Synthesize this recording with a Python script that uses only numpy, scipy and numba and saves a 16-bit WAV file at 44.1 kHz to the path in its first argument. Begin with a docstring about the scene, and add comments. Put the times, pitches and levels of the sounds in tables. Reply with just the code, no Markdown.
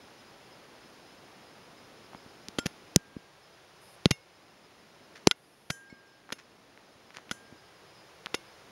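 """Faint hiss and a far chorus of crickets, outdoors at night. Then, right at the microphone, a hand
works a small camera: fingers bump the case and the controls click and knock. Each blow ticks, thumps
the body, rings the plastic shell and one small metal part, and shakes loose pieces.
The lens motor whirs twice, close and quiet. The gain ducks after the hardest knocks and creeps back."""
import sys
import numpy as np
from scipy import signal
from scipy.fft import rfft, irfft
from scipy.io import wavfile
from numba import njit

SR = 44100
rng = np.random.default_rng(int(sys.argv[2]) if len(sys.argv) > 2 else 0)


def pcm_store(signal):
    """Save signal as 16-bit PCM."""
    levels = np.round(np.clip(np.atleast_2d(signal), -1, 1) * 32767)
    wavfile.write(sys.argv[1], SR, levels.astype(np.int16).T)


N = 384111
T = np.arange(int(1.2 * SR)) / SR  # time within one event [s]
TOP_HZ = 16000

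# Clicks at the microphone: (time [s], metal part, part level [dB], part tilt [dB/octave], tick level [dB],
# tick pitch [Hz], thump level [dB], thump pitch [Hz], shell level [dB], rattle level [dB])
CONTROL_CLICKS = [ (2.5861, "lever", -36, 2, -16.5, 3260, -15.5, 265, -32.5, -27.5),
                  (2.6586, "catch", -63, 10, -36, 4040, -16.5, 170, -40, -25.5),
                  (2.961, "spring", -53, -3.5, 15.5, 6340, -2, 170, -33.5, -25),
                  (4.0573, "catch", -55.5, 5.5, 1, 3780, -1, 171, -28, -31),
                  (4.1091, "catch", -38, 3, 0, 5050, -8, 135, -38, -15.5),
                  (5.2710, "lever", -61, -8.5, -13, 4800, -7, 180, -41.5, -24.5),
                  (5.2723, "lever", -49.5, 12, 11, 5350, 3.5, 365, -27.5, -11.5),
                  (5.3123, "catch", -54, 3, 3.5, 3500, -50.5, 200, -15.5, -23),
                  (5.702, "spring", -39.5, 1.5, -30, 5020, -16, 150, -24, -20.5),
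                  (6.3231, "catch", -56, 9.5, -16, 2000, -27, 222, -30, -24.5),
                  (7.3123, "spring", -51, 2.5, -14, 4900, -23.5, 210, -24.5, -31),
                  (8.3436, "catch", -50.5, 4.5, -10.5, 2540, -16, 428.6, -33.5, -26)]
# Modes of the plastic shell, three metal parts and a falling piece: (frequency [Hz], level [dB], t60 [s])
SHELL_MODES = [(1449, 3, 0.028), (2020, -6.5, 0.033), (3309, 4, 0.015), (5068, -3.5, 0.024),
               (6150, -9, 0.012), (7130, -10, 0.024), (9800, -17, 0.022), (10950, -3.5, 0.011)]
SPRING_MODES = [(1604.5, -1.5, 1.5), (1874, -17, 0.96), (3085, -9, .25), (5085, -7, .16),
                (5486, -10.5, .22), (6140, -2, .24), (6520, -9, 0.184), (6850, -12.5, .25), (7036, -5, 0.3),
                (7800, 1.5, 0.19), (8210, -3, .2), (8970, -10, 0.25), (9680, -9, .28), (10070, -11, 0.4),
                (12130, -22.5, 0.3), (12510, -16, .3)]
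LEVER_MODES = [(1404, -1, 0.24), (3220, -8, 0.12), (5300, -11, 0.14), (6170, -13, 0.072), (7445, 0, 0.075),
               (9502, -15, 0.061), (10150, -18, 0.102)]
CATCH_MODES = [(2175, -1, 0.25), (2785, 8.5, 0.094), (3660, 0, 0.1), (4296, -18, 0.23), (5200, -10, 0.2),
               (5556, -6, .09), (6400, -4, 0.11), (7400, -20, .2), (9150, -24.5, 0.158),
               (10000, -15.5, 0.18), (11100, -44, 0.149), (12200, -25.5, 0.18)]
PING_MODES = [(2186, 2, 0.17), (4344, -6, 0.12), (5370, -5.5, 0.11), (7430, -10, .12)]
# Spectrum of the loose pieces, heard close: (frequency [Hz], level [dB])
RATTLE_SPECTRUM = [(150, -13.5), (400, 4.5), (900, -8), (2000, 1.5), (3500, -2.5), (6000, -1.5),
                   (8500, -11.5), (11000, -11), (13500, -21), (16000, -35.5)]


def controls(lead_db=-12, lead_s=0.0033, rattle_s=0.0031, pin_db=7.5, case_hz=3500, case_octaves=0.2):
    """Each click swells in with a brief, faint rustle, then snaps: parts ring, loose pieces chatter."""
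    out, loose = np.zeros(N), np.zeros(N)
    shell = ring(SHELL_MODES)
    parts = {"spring": SPRING_MODES, "lever": LEVER_MODES, "catch": CATCH_MODES}
    for s, part, part_db, tilt_db, tick_db, hz, thump_db, thump_hz, shell_db, rattle_db in CONTROL_CLICKS:
        lead_in = chatter(lead_s, sharpness=5.4, scatter_db=-3)
        add(loose, s - lead_s, undb(rattle_db + lead_db) * lead_in)
        # contacts near the resonance of the case ring up to twice as long
        resonance = np.exp(-(np.log2(hz / case_hz) / case_octaves) ** 2)
        add(out, s, undb(tick_db) * tick(hz, cycles=5.4 * (1 + resonance)))
        add(out, s, undb(thump_db) * thump(thump_hz))
        add(out, s, undb(shell_db) * shell)
        add(out, s, undb(part_db) * ring(parts[part], tilt_db))
        # a hard tick pins the loose pieces: at pin_db they peak in half the time
        rise_s = rattle_s / (1 + undb(tick_db - pin_db) ** 2)
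        add(loose, s, undb(rattle_db) * chatter(rise_s, sharpness=1.66, scatter_db=9))
    add(out, s=5.9, sound=undb(-47.5) * ring(PING_MODES))  # a small metal piece drops back and pings
    return out + colour(loose, RATTLE_SPECTRUM)


def tick(hz, cycles, edge_db=-7, edge_hz=10600, edge_t60=0.001, low_cut_ratio=0.26):
    """A hard contact: the struck spot swings a few times; small spots have a bright edge, little bass."""
    edge = undb(edge_db) * (hz / edge_hz) ** 2 * mode(edge_hz, edge_t60)
    snap = mode(hz, cycles / hz) - edge
    return signal.lfilter(*signal.butter(2, low_cut_ratio * hz, "high", fs=SR), snap)


def thump(hz, cycles=4.88, overtone_ratio=2.37, overtone_db=-5, wall_db=-12, low_cut_ratio=0.099):
    """The body jolts in the hand, which damps it within a few swings; the case wall knocks along."""
    overtone_hz = overtone_ratio * hz
    overtone = undb(overtone_db) * mode(overtone_hz, cycles / overtone_hz)
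    wall = undb(wall_db) * mode(hz=520, t60=0.0111)
    jolt = mode(hz, cycles / hz) - overtone - wall
    return signal.lfilter(*signal.butter(1, low_cut_ratio * hz, "high", fs=SR), jolt)


def ring(modes, tilt_db=0, pivot_hz=2000):
    """All modes of one part, struck together; the spot where it is struck tilts them towards the treble or the
    bass."""
    return sum((-1) ** k * undb(db + tilt_db * np.log2(hz / pivot_hz)) * mode(hz, t60)
               for k, (hz, db, t60) in enumerate(modes))


def mode(hz, t60):
    """A struck resonance that falls 60 dB in t60 seconds."""
    t = T[:int(1.5 * t60 * SR) + 2]
    swing = np.sin(2 * np.pi * hz * t) * np.exp(-np.log(1000) * t / t60)
    return np.pad(swing, (0, len(T) - len(t)))


def chatter(rise_s, sharpness, scatter_db):
    """A swarm of tiny uneven contacts that peaks after rise_s and dies away."""
    age = T[:len(T) // 8] / rise_s
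    grains = rng.standard_normal(len(age)) * undb(scatter_db * rng.standard_normal(len(age)))
    swell = (age * np.exp(1 - age)) ** sharpness
    swarm = grains * swell
    return swarm * np.sqrt(np.sum(swell ** 2) / np.sum(swarm ** 2))


# Soft bumps of the fingers on the body: (time [s], level [dB])
FINGER_BUMPS = [(2.148, -32.5), (2.262, -37.5), (2.4862, -32), (3.166, -19.5), (5.926, -27.5), (7.17, -36),
                (7.5247, -34), (8.2601, -36)]
# Light ticks of the grip: (time [s], level [dB], pitch [Hz])
GRIP_TICKS = [(2.133, -31, 1010), (2.148, -26, 910), (2.485, -14, 5200), (3.166, -38, 900),
              (6.292, -25, 1400), (6.304, -20, 1500), (6.776, -29, 1960), (7.106, -28.5, 2080),
              (7.1695, -24, 1900), (7.185, -26.5, 1040), (7.2945, -25.5, 2540), (8.2606, -12.5, 3160),
              (8.268, -20, 1430)]
# Skin slipping on the shell: (time [s], level [dB], rise [s])
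SKIN_SLIPS = [(5.153, -47, 0.009), (6.383, -45.5, 0.0076), (7.134, -50, 0.02), (7.162, -38.5, 0.0058)]
# Spectrum of those slips: (frequency [Hz], level [dB])
SLIP_SPECTRUM = [(400, -16), (1800, 7.5), (3000, -2), (6000, -5), (11000, -19.5), (15000, -33)]


def grip():
    """Handling noise beside the microphone: fingers bump, tick and slip on the case."""
    out, slips = np.zeros(N), np.zeros(N)
    for s, db in FINGER_BUMPS:
        add(out, s, undb(db) * thump(hz=243, cycles=4.2, overtone_db=-17, wall_db=-26))
    for s, db, hz in GRIP_TICKS:
        add(out, s, undb(db) * tick(hz, cycles=4.5, edge_db=-20))
    for s, db, rise_s in SKIN_SLIPS:
        add(slips, s, undb(db) * chatter(rise_s, sharpness=1, scatter_db=11.5))
    return out + colour(slips, SLIP_SPECTRUM)


# Moves of the lens motor: (start [s], end [s], level [dB])
LENS_RUNS = [(3.81, 3.961, -62), (5.352, 5.722, -64.5)]
# Spectrum of the tiny lens mount: (frequency [Hz], level [dB])
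MOUNT_SPECTRUM = [(3000, -44), (7000, -11.5), (8700, -0.5), (11600, 0), (13000, -10.5), (14500, -6.5),
                  (15200, -31.5)]


def lens_motor(step_hz=362.8, uneven_db=2, rub_db=-6, ramp_s=0.0065):
    """Close and faint, even motor steps buzz in a mount that passes only treble; the slide rubs along."""
    out, t = np.zeros(N), T[:len(T) // 2]
    steps = sum(undb(uneven_db * rng.standard_normal()) * np.sin(2 * np.pi * (hz * t + rng.random()))
                for hz in np.arange(step_hz, TOP_HZ, step_hz))
    rub = undb(rub_db) * rng.standard_normal(len(t))
    whir = colour(steps / steps.std() + rub, MOUNT_SPECTRUM)
    for start, end, db in LENS_RUNS:
        gate = np.clip(np.minimum(t, end - start - t) / ramp_s, 0, 1)
        add(out, start, undb(db) * gate * whir / whir.std())
    return out


def crickets(strokes=380, hz=5120, spread_hz=110, sag_hz=130, base_db=-66, fade_db_per_s=-0.21):
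    """Far from the microphone, a slowly receding chorus: short wing strokes, each sagging in pitch."""
    out = np.zeros(N)
    progress = np.linspace(0, 1, int(.048 * SR))  # through one 48 ms stroke
    for (when, nearness), detune in zip(rng.random((strokes, 2)), rng.standard_normal(strokes)):
        s = when * N / SR
        phase = 2 * np.pi * np.cumsum(hz + spread_hz * detune - sag_hz * (progress - .5)) / SR
        gain = undb(base_db + fade_db_per_s * s) * (.5 + 1.5 * nearness ** 3)
        add(out, s, gain * np.sin(np.pi * progress) * np.sin(phase))
    return out


# Spectrum of the night air and the microphone's own hiss: (frequency [Hz], level [dB])
AIR_SPECTRUM = [(25, -0.5), (60, -5.5), (130, -0.5), (350, 1.5), (700, -1.5), (1400, -5.5), (2800, -9.5),
                (5000, -13), (7000, -17.5), (10300, -21), (12500, -25), (14500, -30), (16000, -29)]
# Stretches in which the hiss loses a narrow low band: (start [s], end [s])
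HOLLOW_SPANS = [(3.2, 4.4), (5.901, 5.9), (7.55, 8.7)]


def hiss(air_db=-54, hollow_hz=251, hollow_q=2.1, ramp_s=0.091, whine_hz=15625, whine_db=-76):
    """Still night air and microphone hiss, at times a little hollow, with a thin electronic whine."""
    t = np.arange(N) / SR
    whine = undb(whine_db) * np.sin(2 * np.pi * whine_hz * t)
    air = undb(air_db) * colour(rng.standard_normal(N), AIR_SPECTRUM)
    hollow = signal.lfilter(*signal.iirnotch(hollow_hz, hollow_q, fs=SR), air)
    share = sum(np.clip(np.minimum(t - start, end - t) / ramp_s, 0, 1) for start, end in HOLLOW_SPANS)
    return air + share * (hollow - air) + whine


def undb(db):
    """Decibels to gain."""
    return 10 ** (np.asarray(db) / 20)


def add(track, s, sound):
    """Mix a sound into the track at s seconds."""
    i = int(s * SR)
    track[i:i + len(sound)] += sound[:N - i]


def colour(x, spectrum):
    """Shape a sound by a smooth spectrum; white noise keeps its power."""
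    hz, db = np.transpose(spectrum)
    bin_hz = np.arange(len(x) // 2 + 1) * SR / len(x)
    gain = undb(np.interp(np.log(bin_hz + 1), np.log(hz), db))
    return irfft(rfft(x) * gain / np.sqrt(np.mean(gain ** 2)), len(x))


@njit
def gain_control(x, threshold, attack_s, recovery_db_per_s):
    """The gain sinks while the sound exceeds the threshold, then creeps back."""
    y, cut_db = np.empty(len(x)), 0.
    for i in range(len(x)):
        y[i] = x[i] * 10 ** (-cut_db / 20)
        if abs(y[i]) > threshold:
            cut_db += 20 * np.log10(abs(y[i]) / threshold) / (attack_s * SR)
        cut_db = max(cut_db - recovery_db_per_s / SR, 0.)
    return y


def scene():
    """The handled camera up close, the quiet night far behind it, in mono."""
    return (controls() + grip() + lens_motor() + crickets() + hiss())[None]


def record(dry, notch_hz=7950, notch_q=5, band_hz=(65, 12800), threshold_db=-13):
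    """The microphone port cancels a narrow treble band; hard knocks overload it and duck the gain."""
    x = signal.lfilter(*signal.iirnotch(notch_hz, notch_q, fs=SR), dry[0])
    x = signal.lfilter(*signal.butter(2, band_hz, "band", fs=SR), x)
    ducked = gain_control(x, float(undb(threshold_db)), attack_s=0.0026, recovery_db_per_s=2.5)
    treble_cut = signal.ellip(8, .2, 70, TOP_HZ, fs=SR, output="sos")
    return signal.sosfilt(treble_cut, np.clip(ducked, -1, 1))[None]


dry = scene()
out = record(dry)
pcm_store(out)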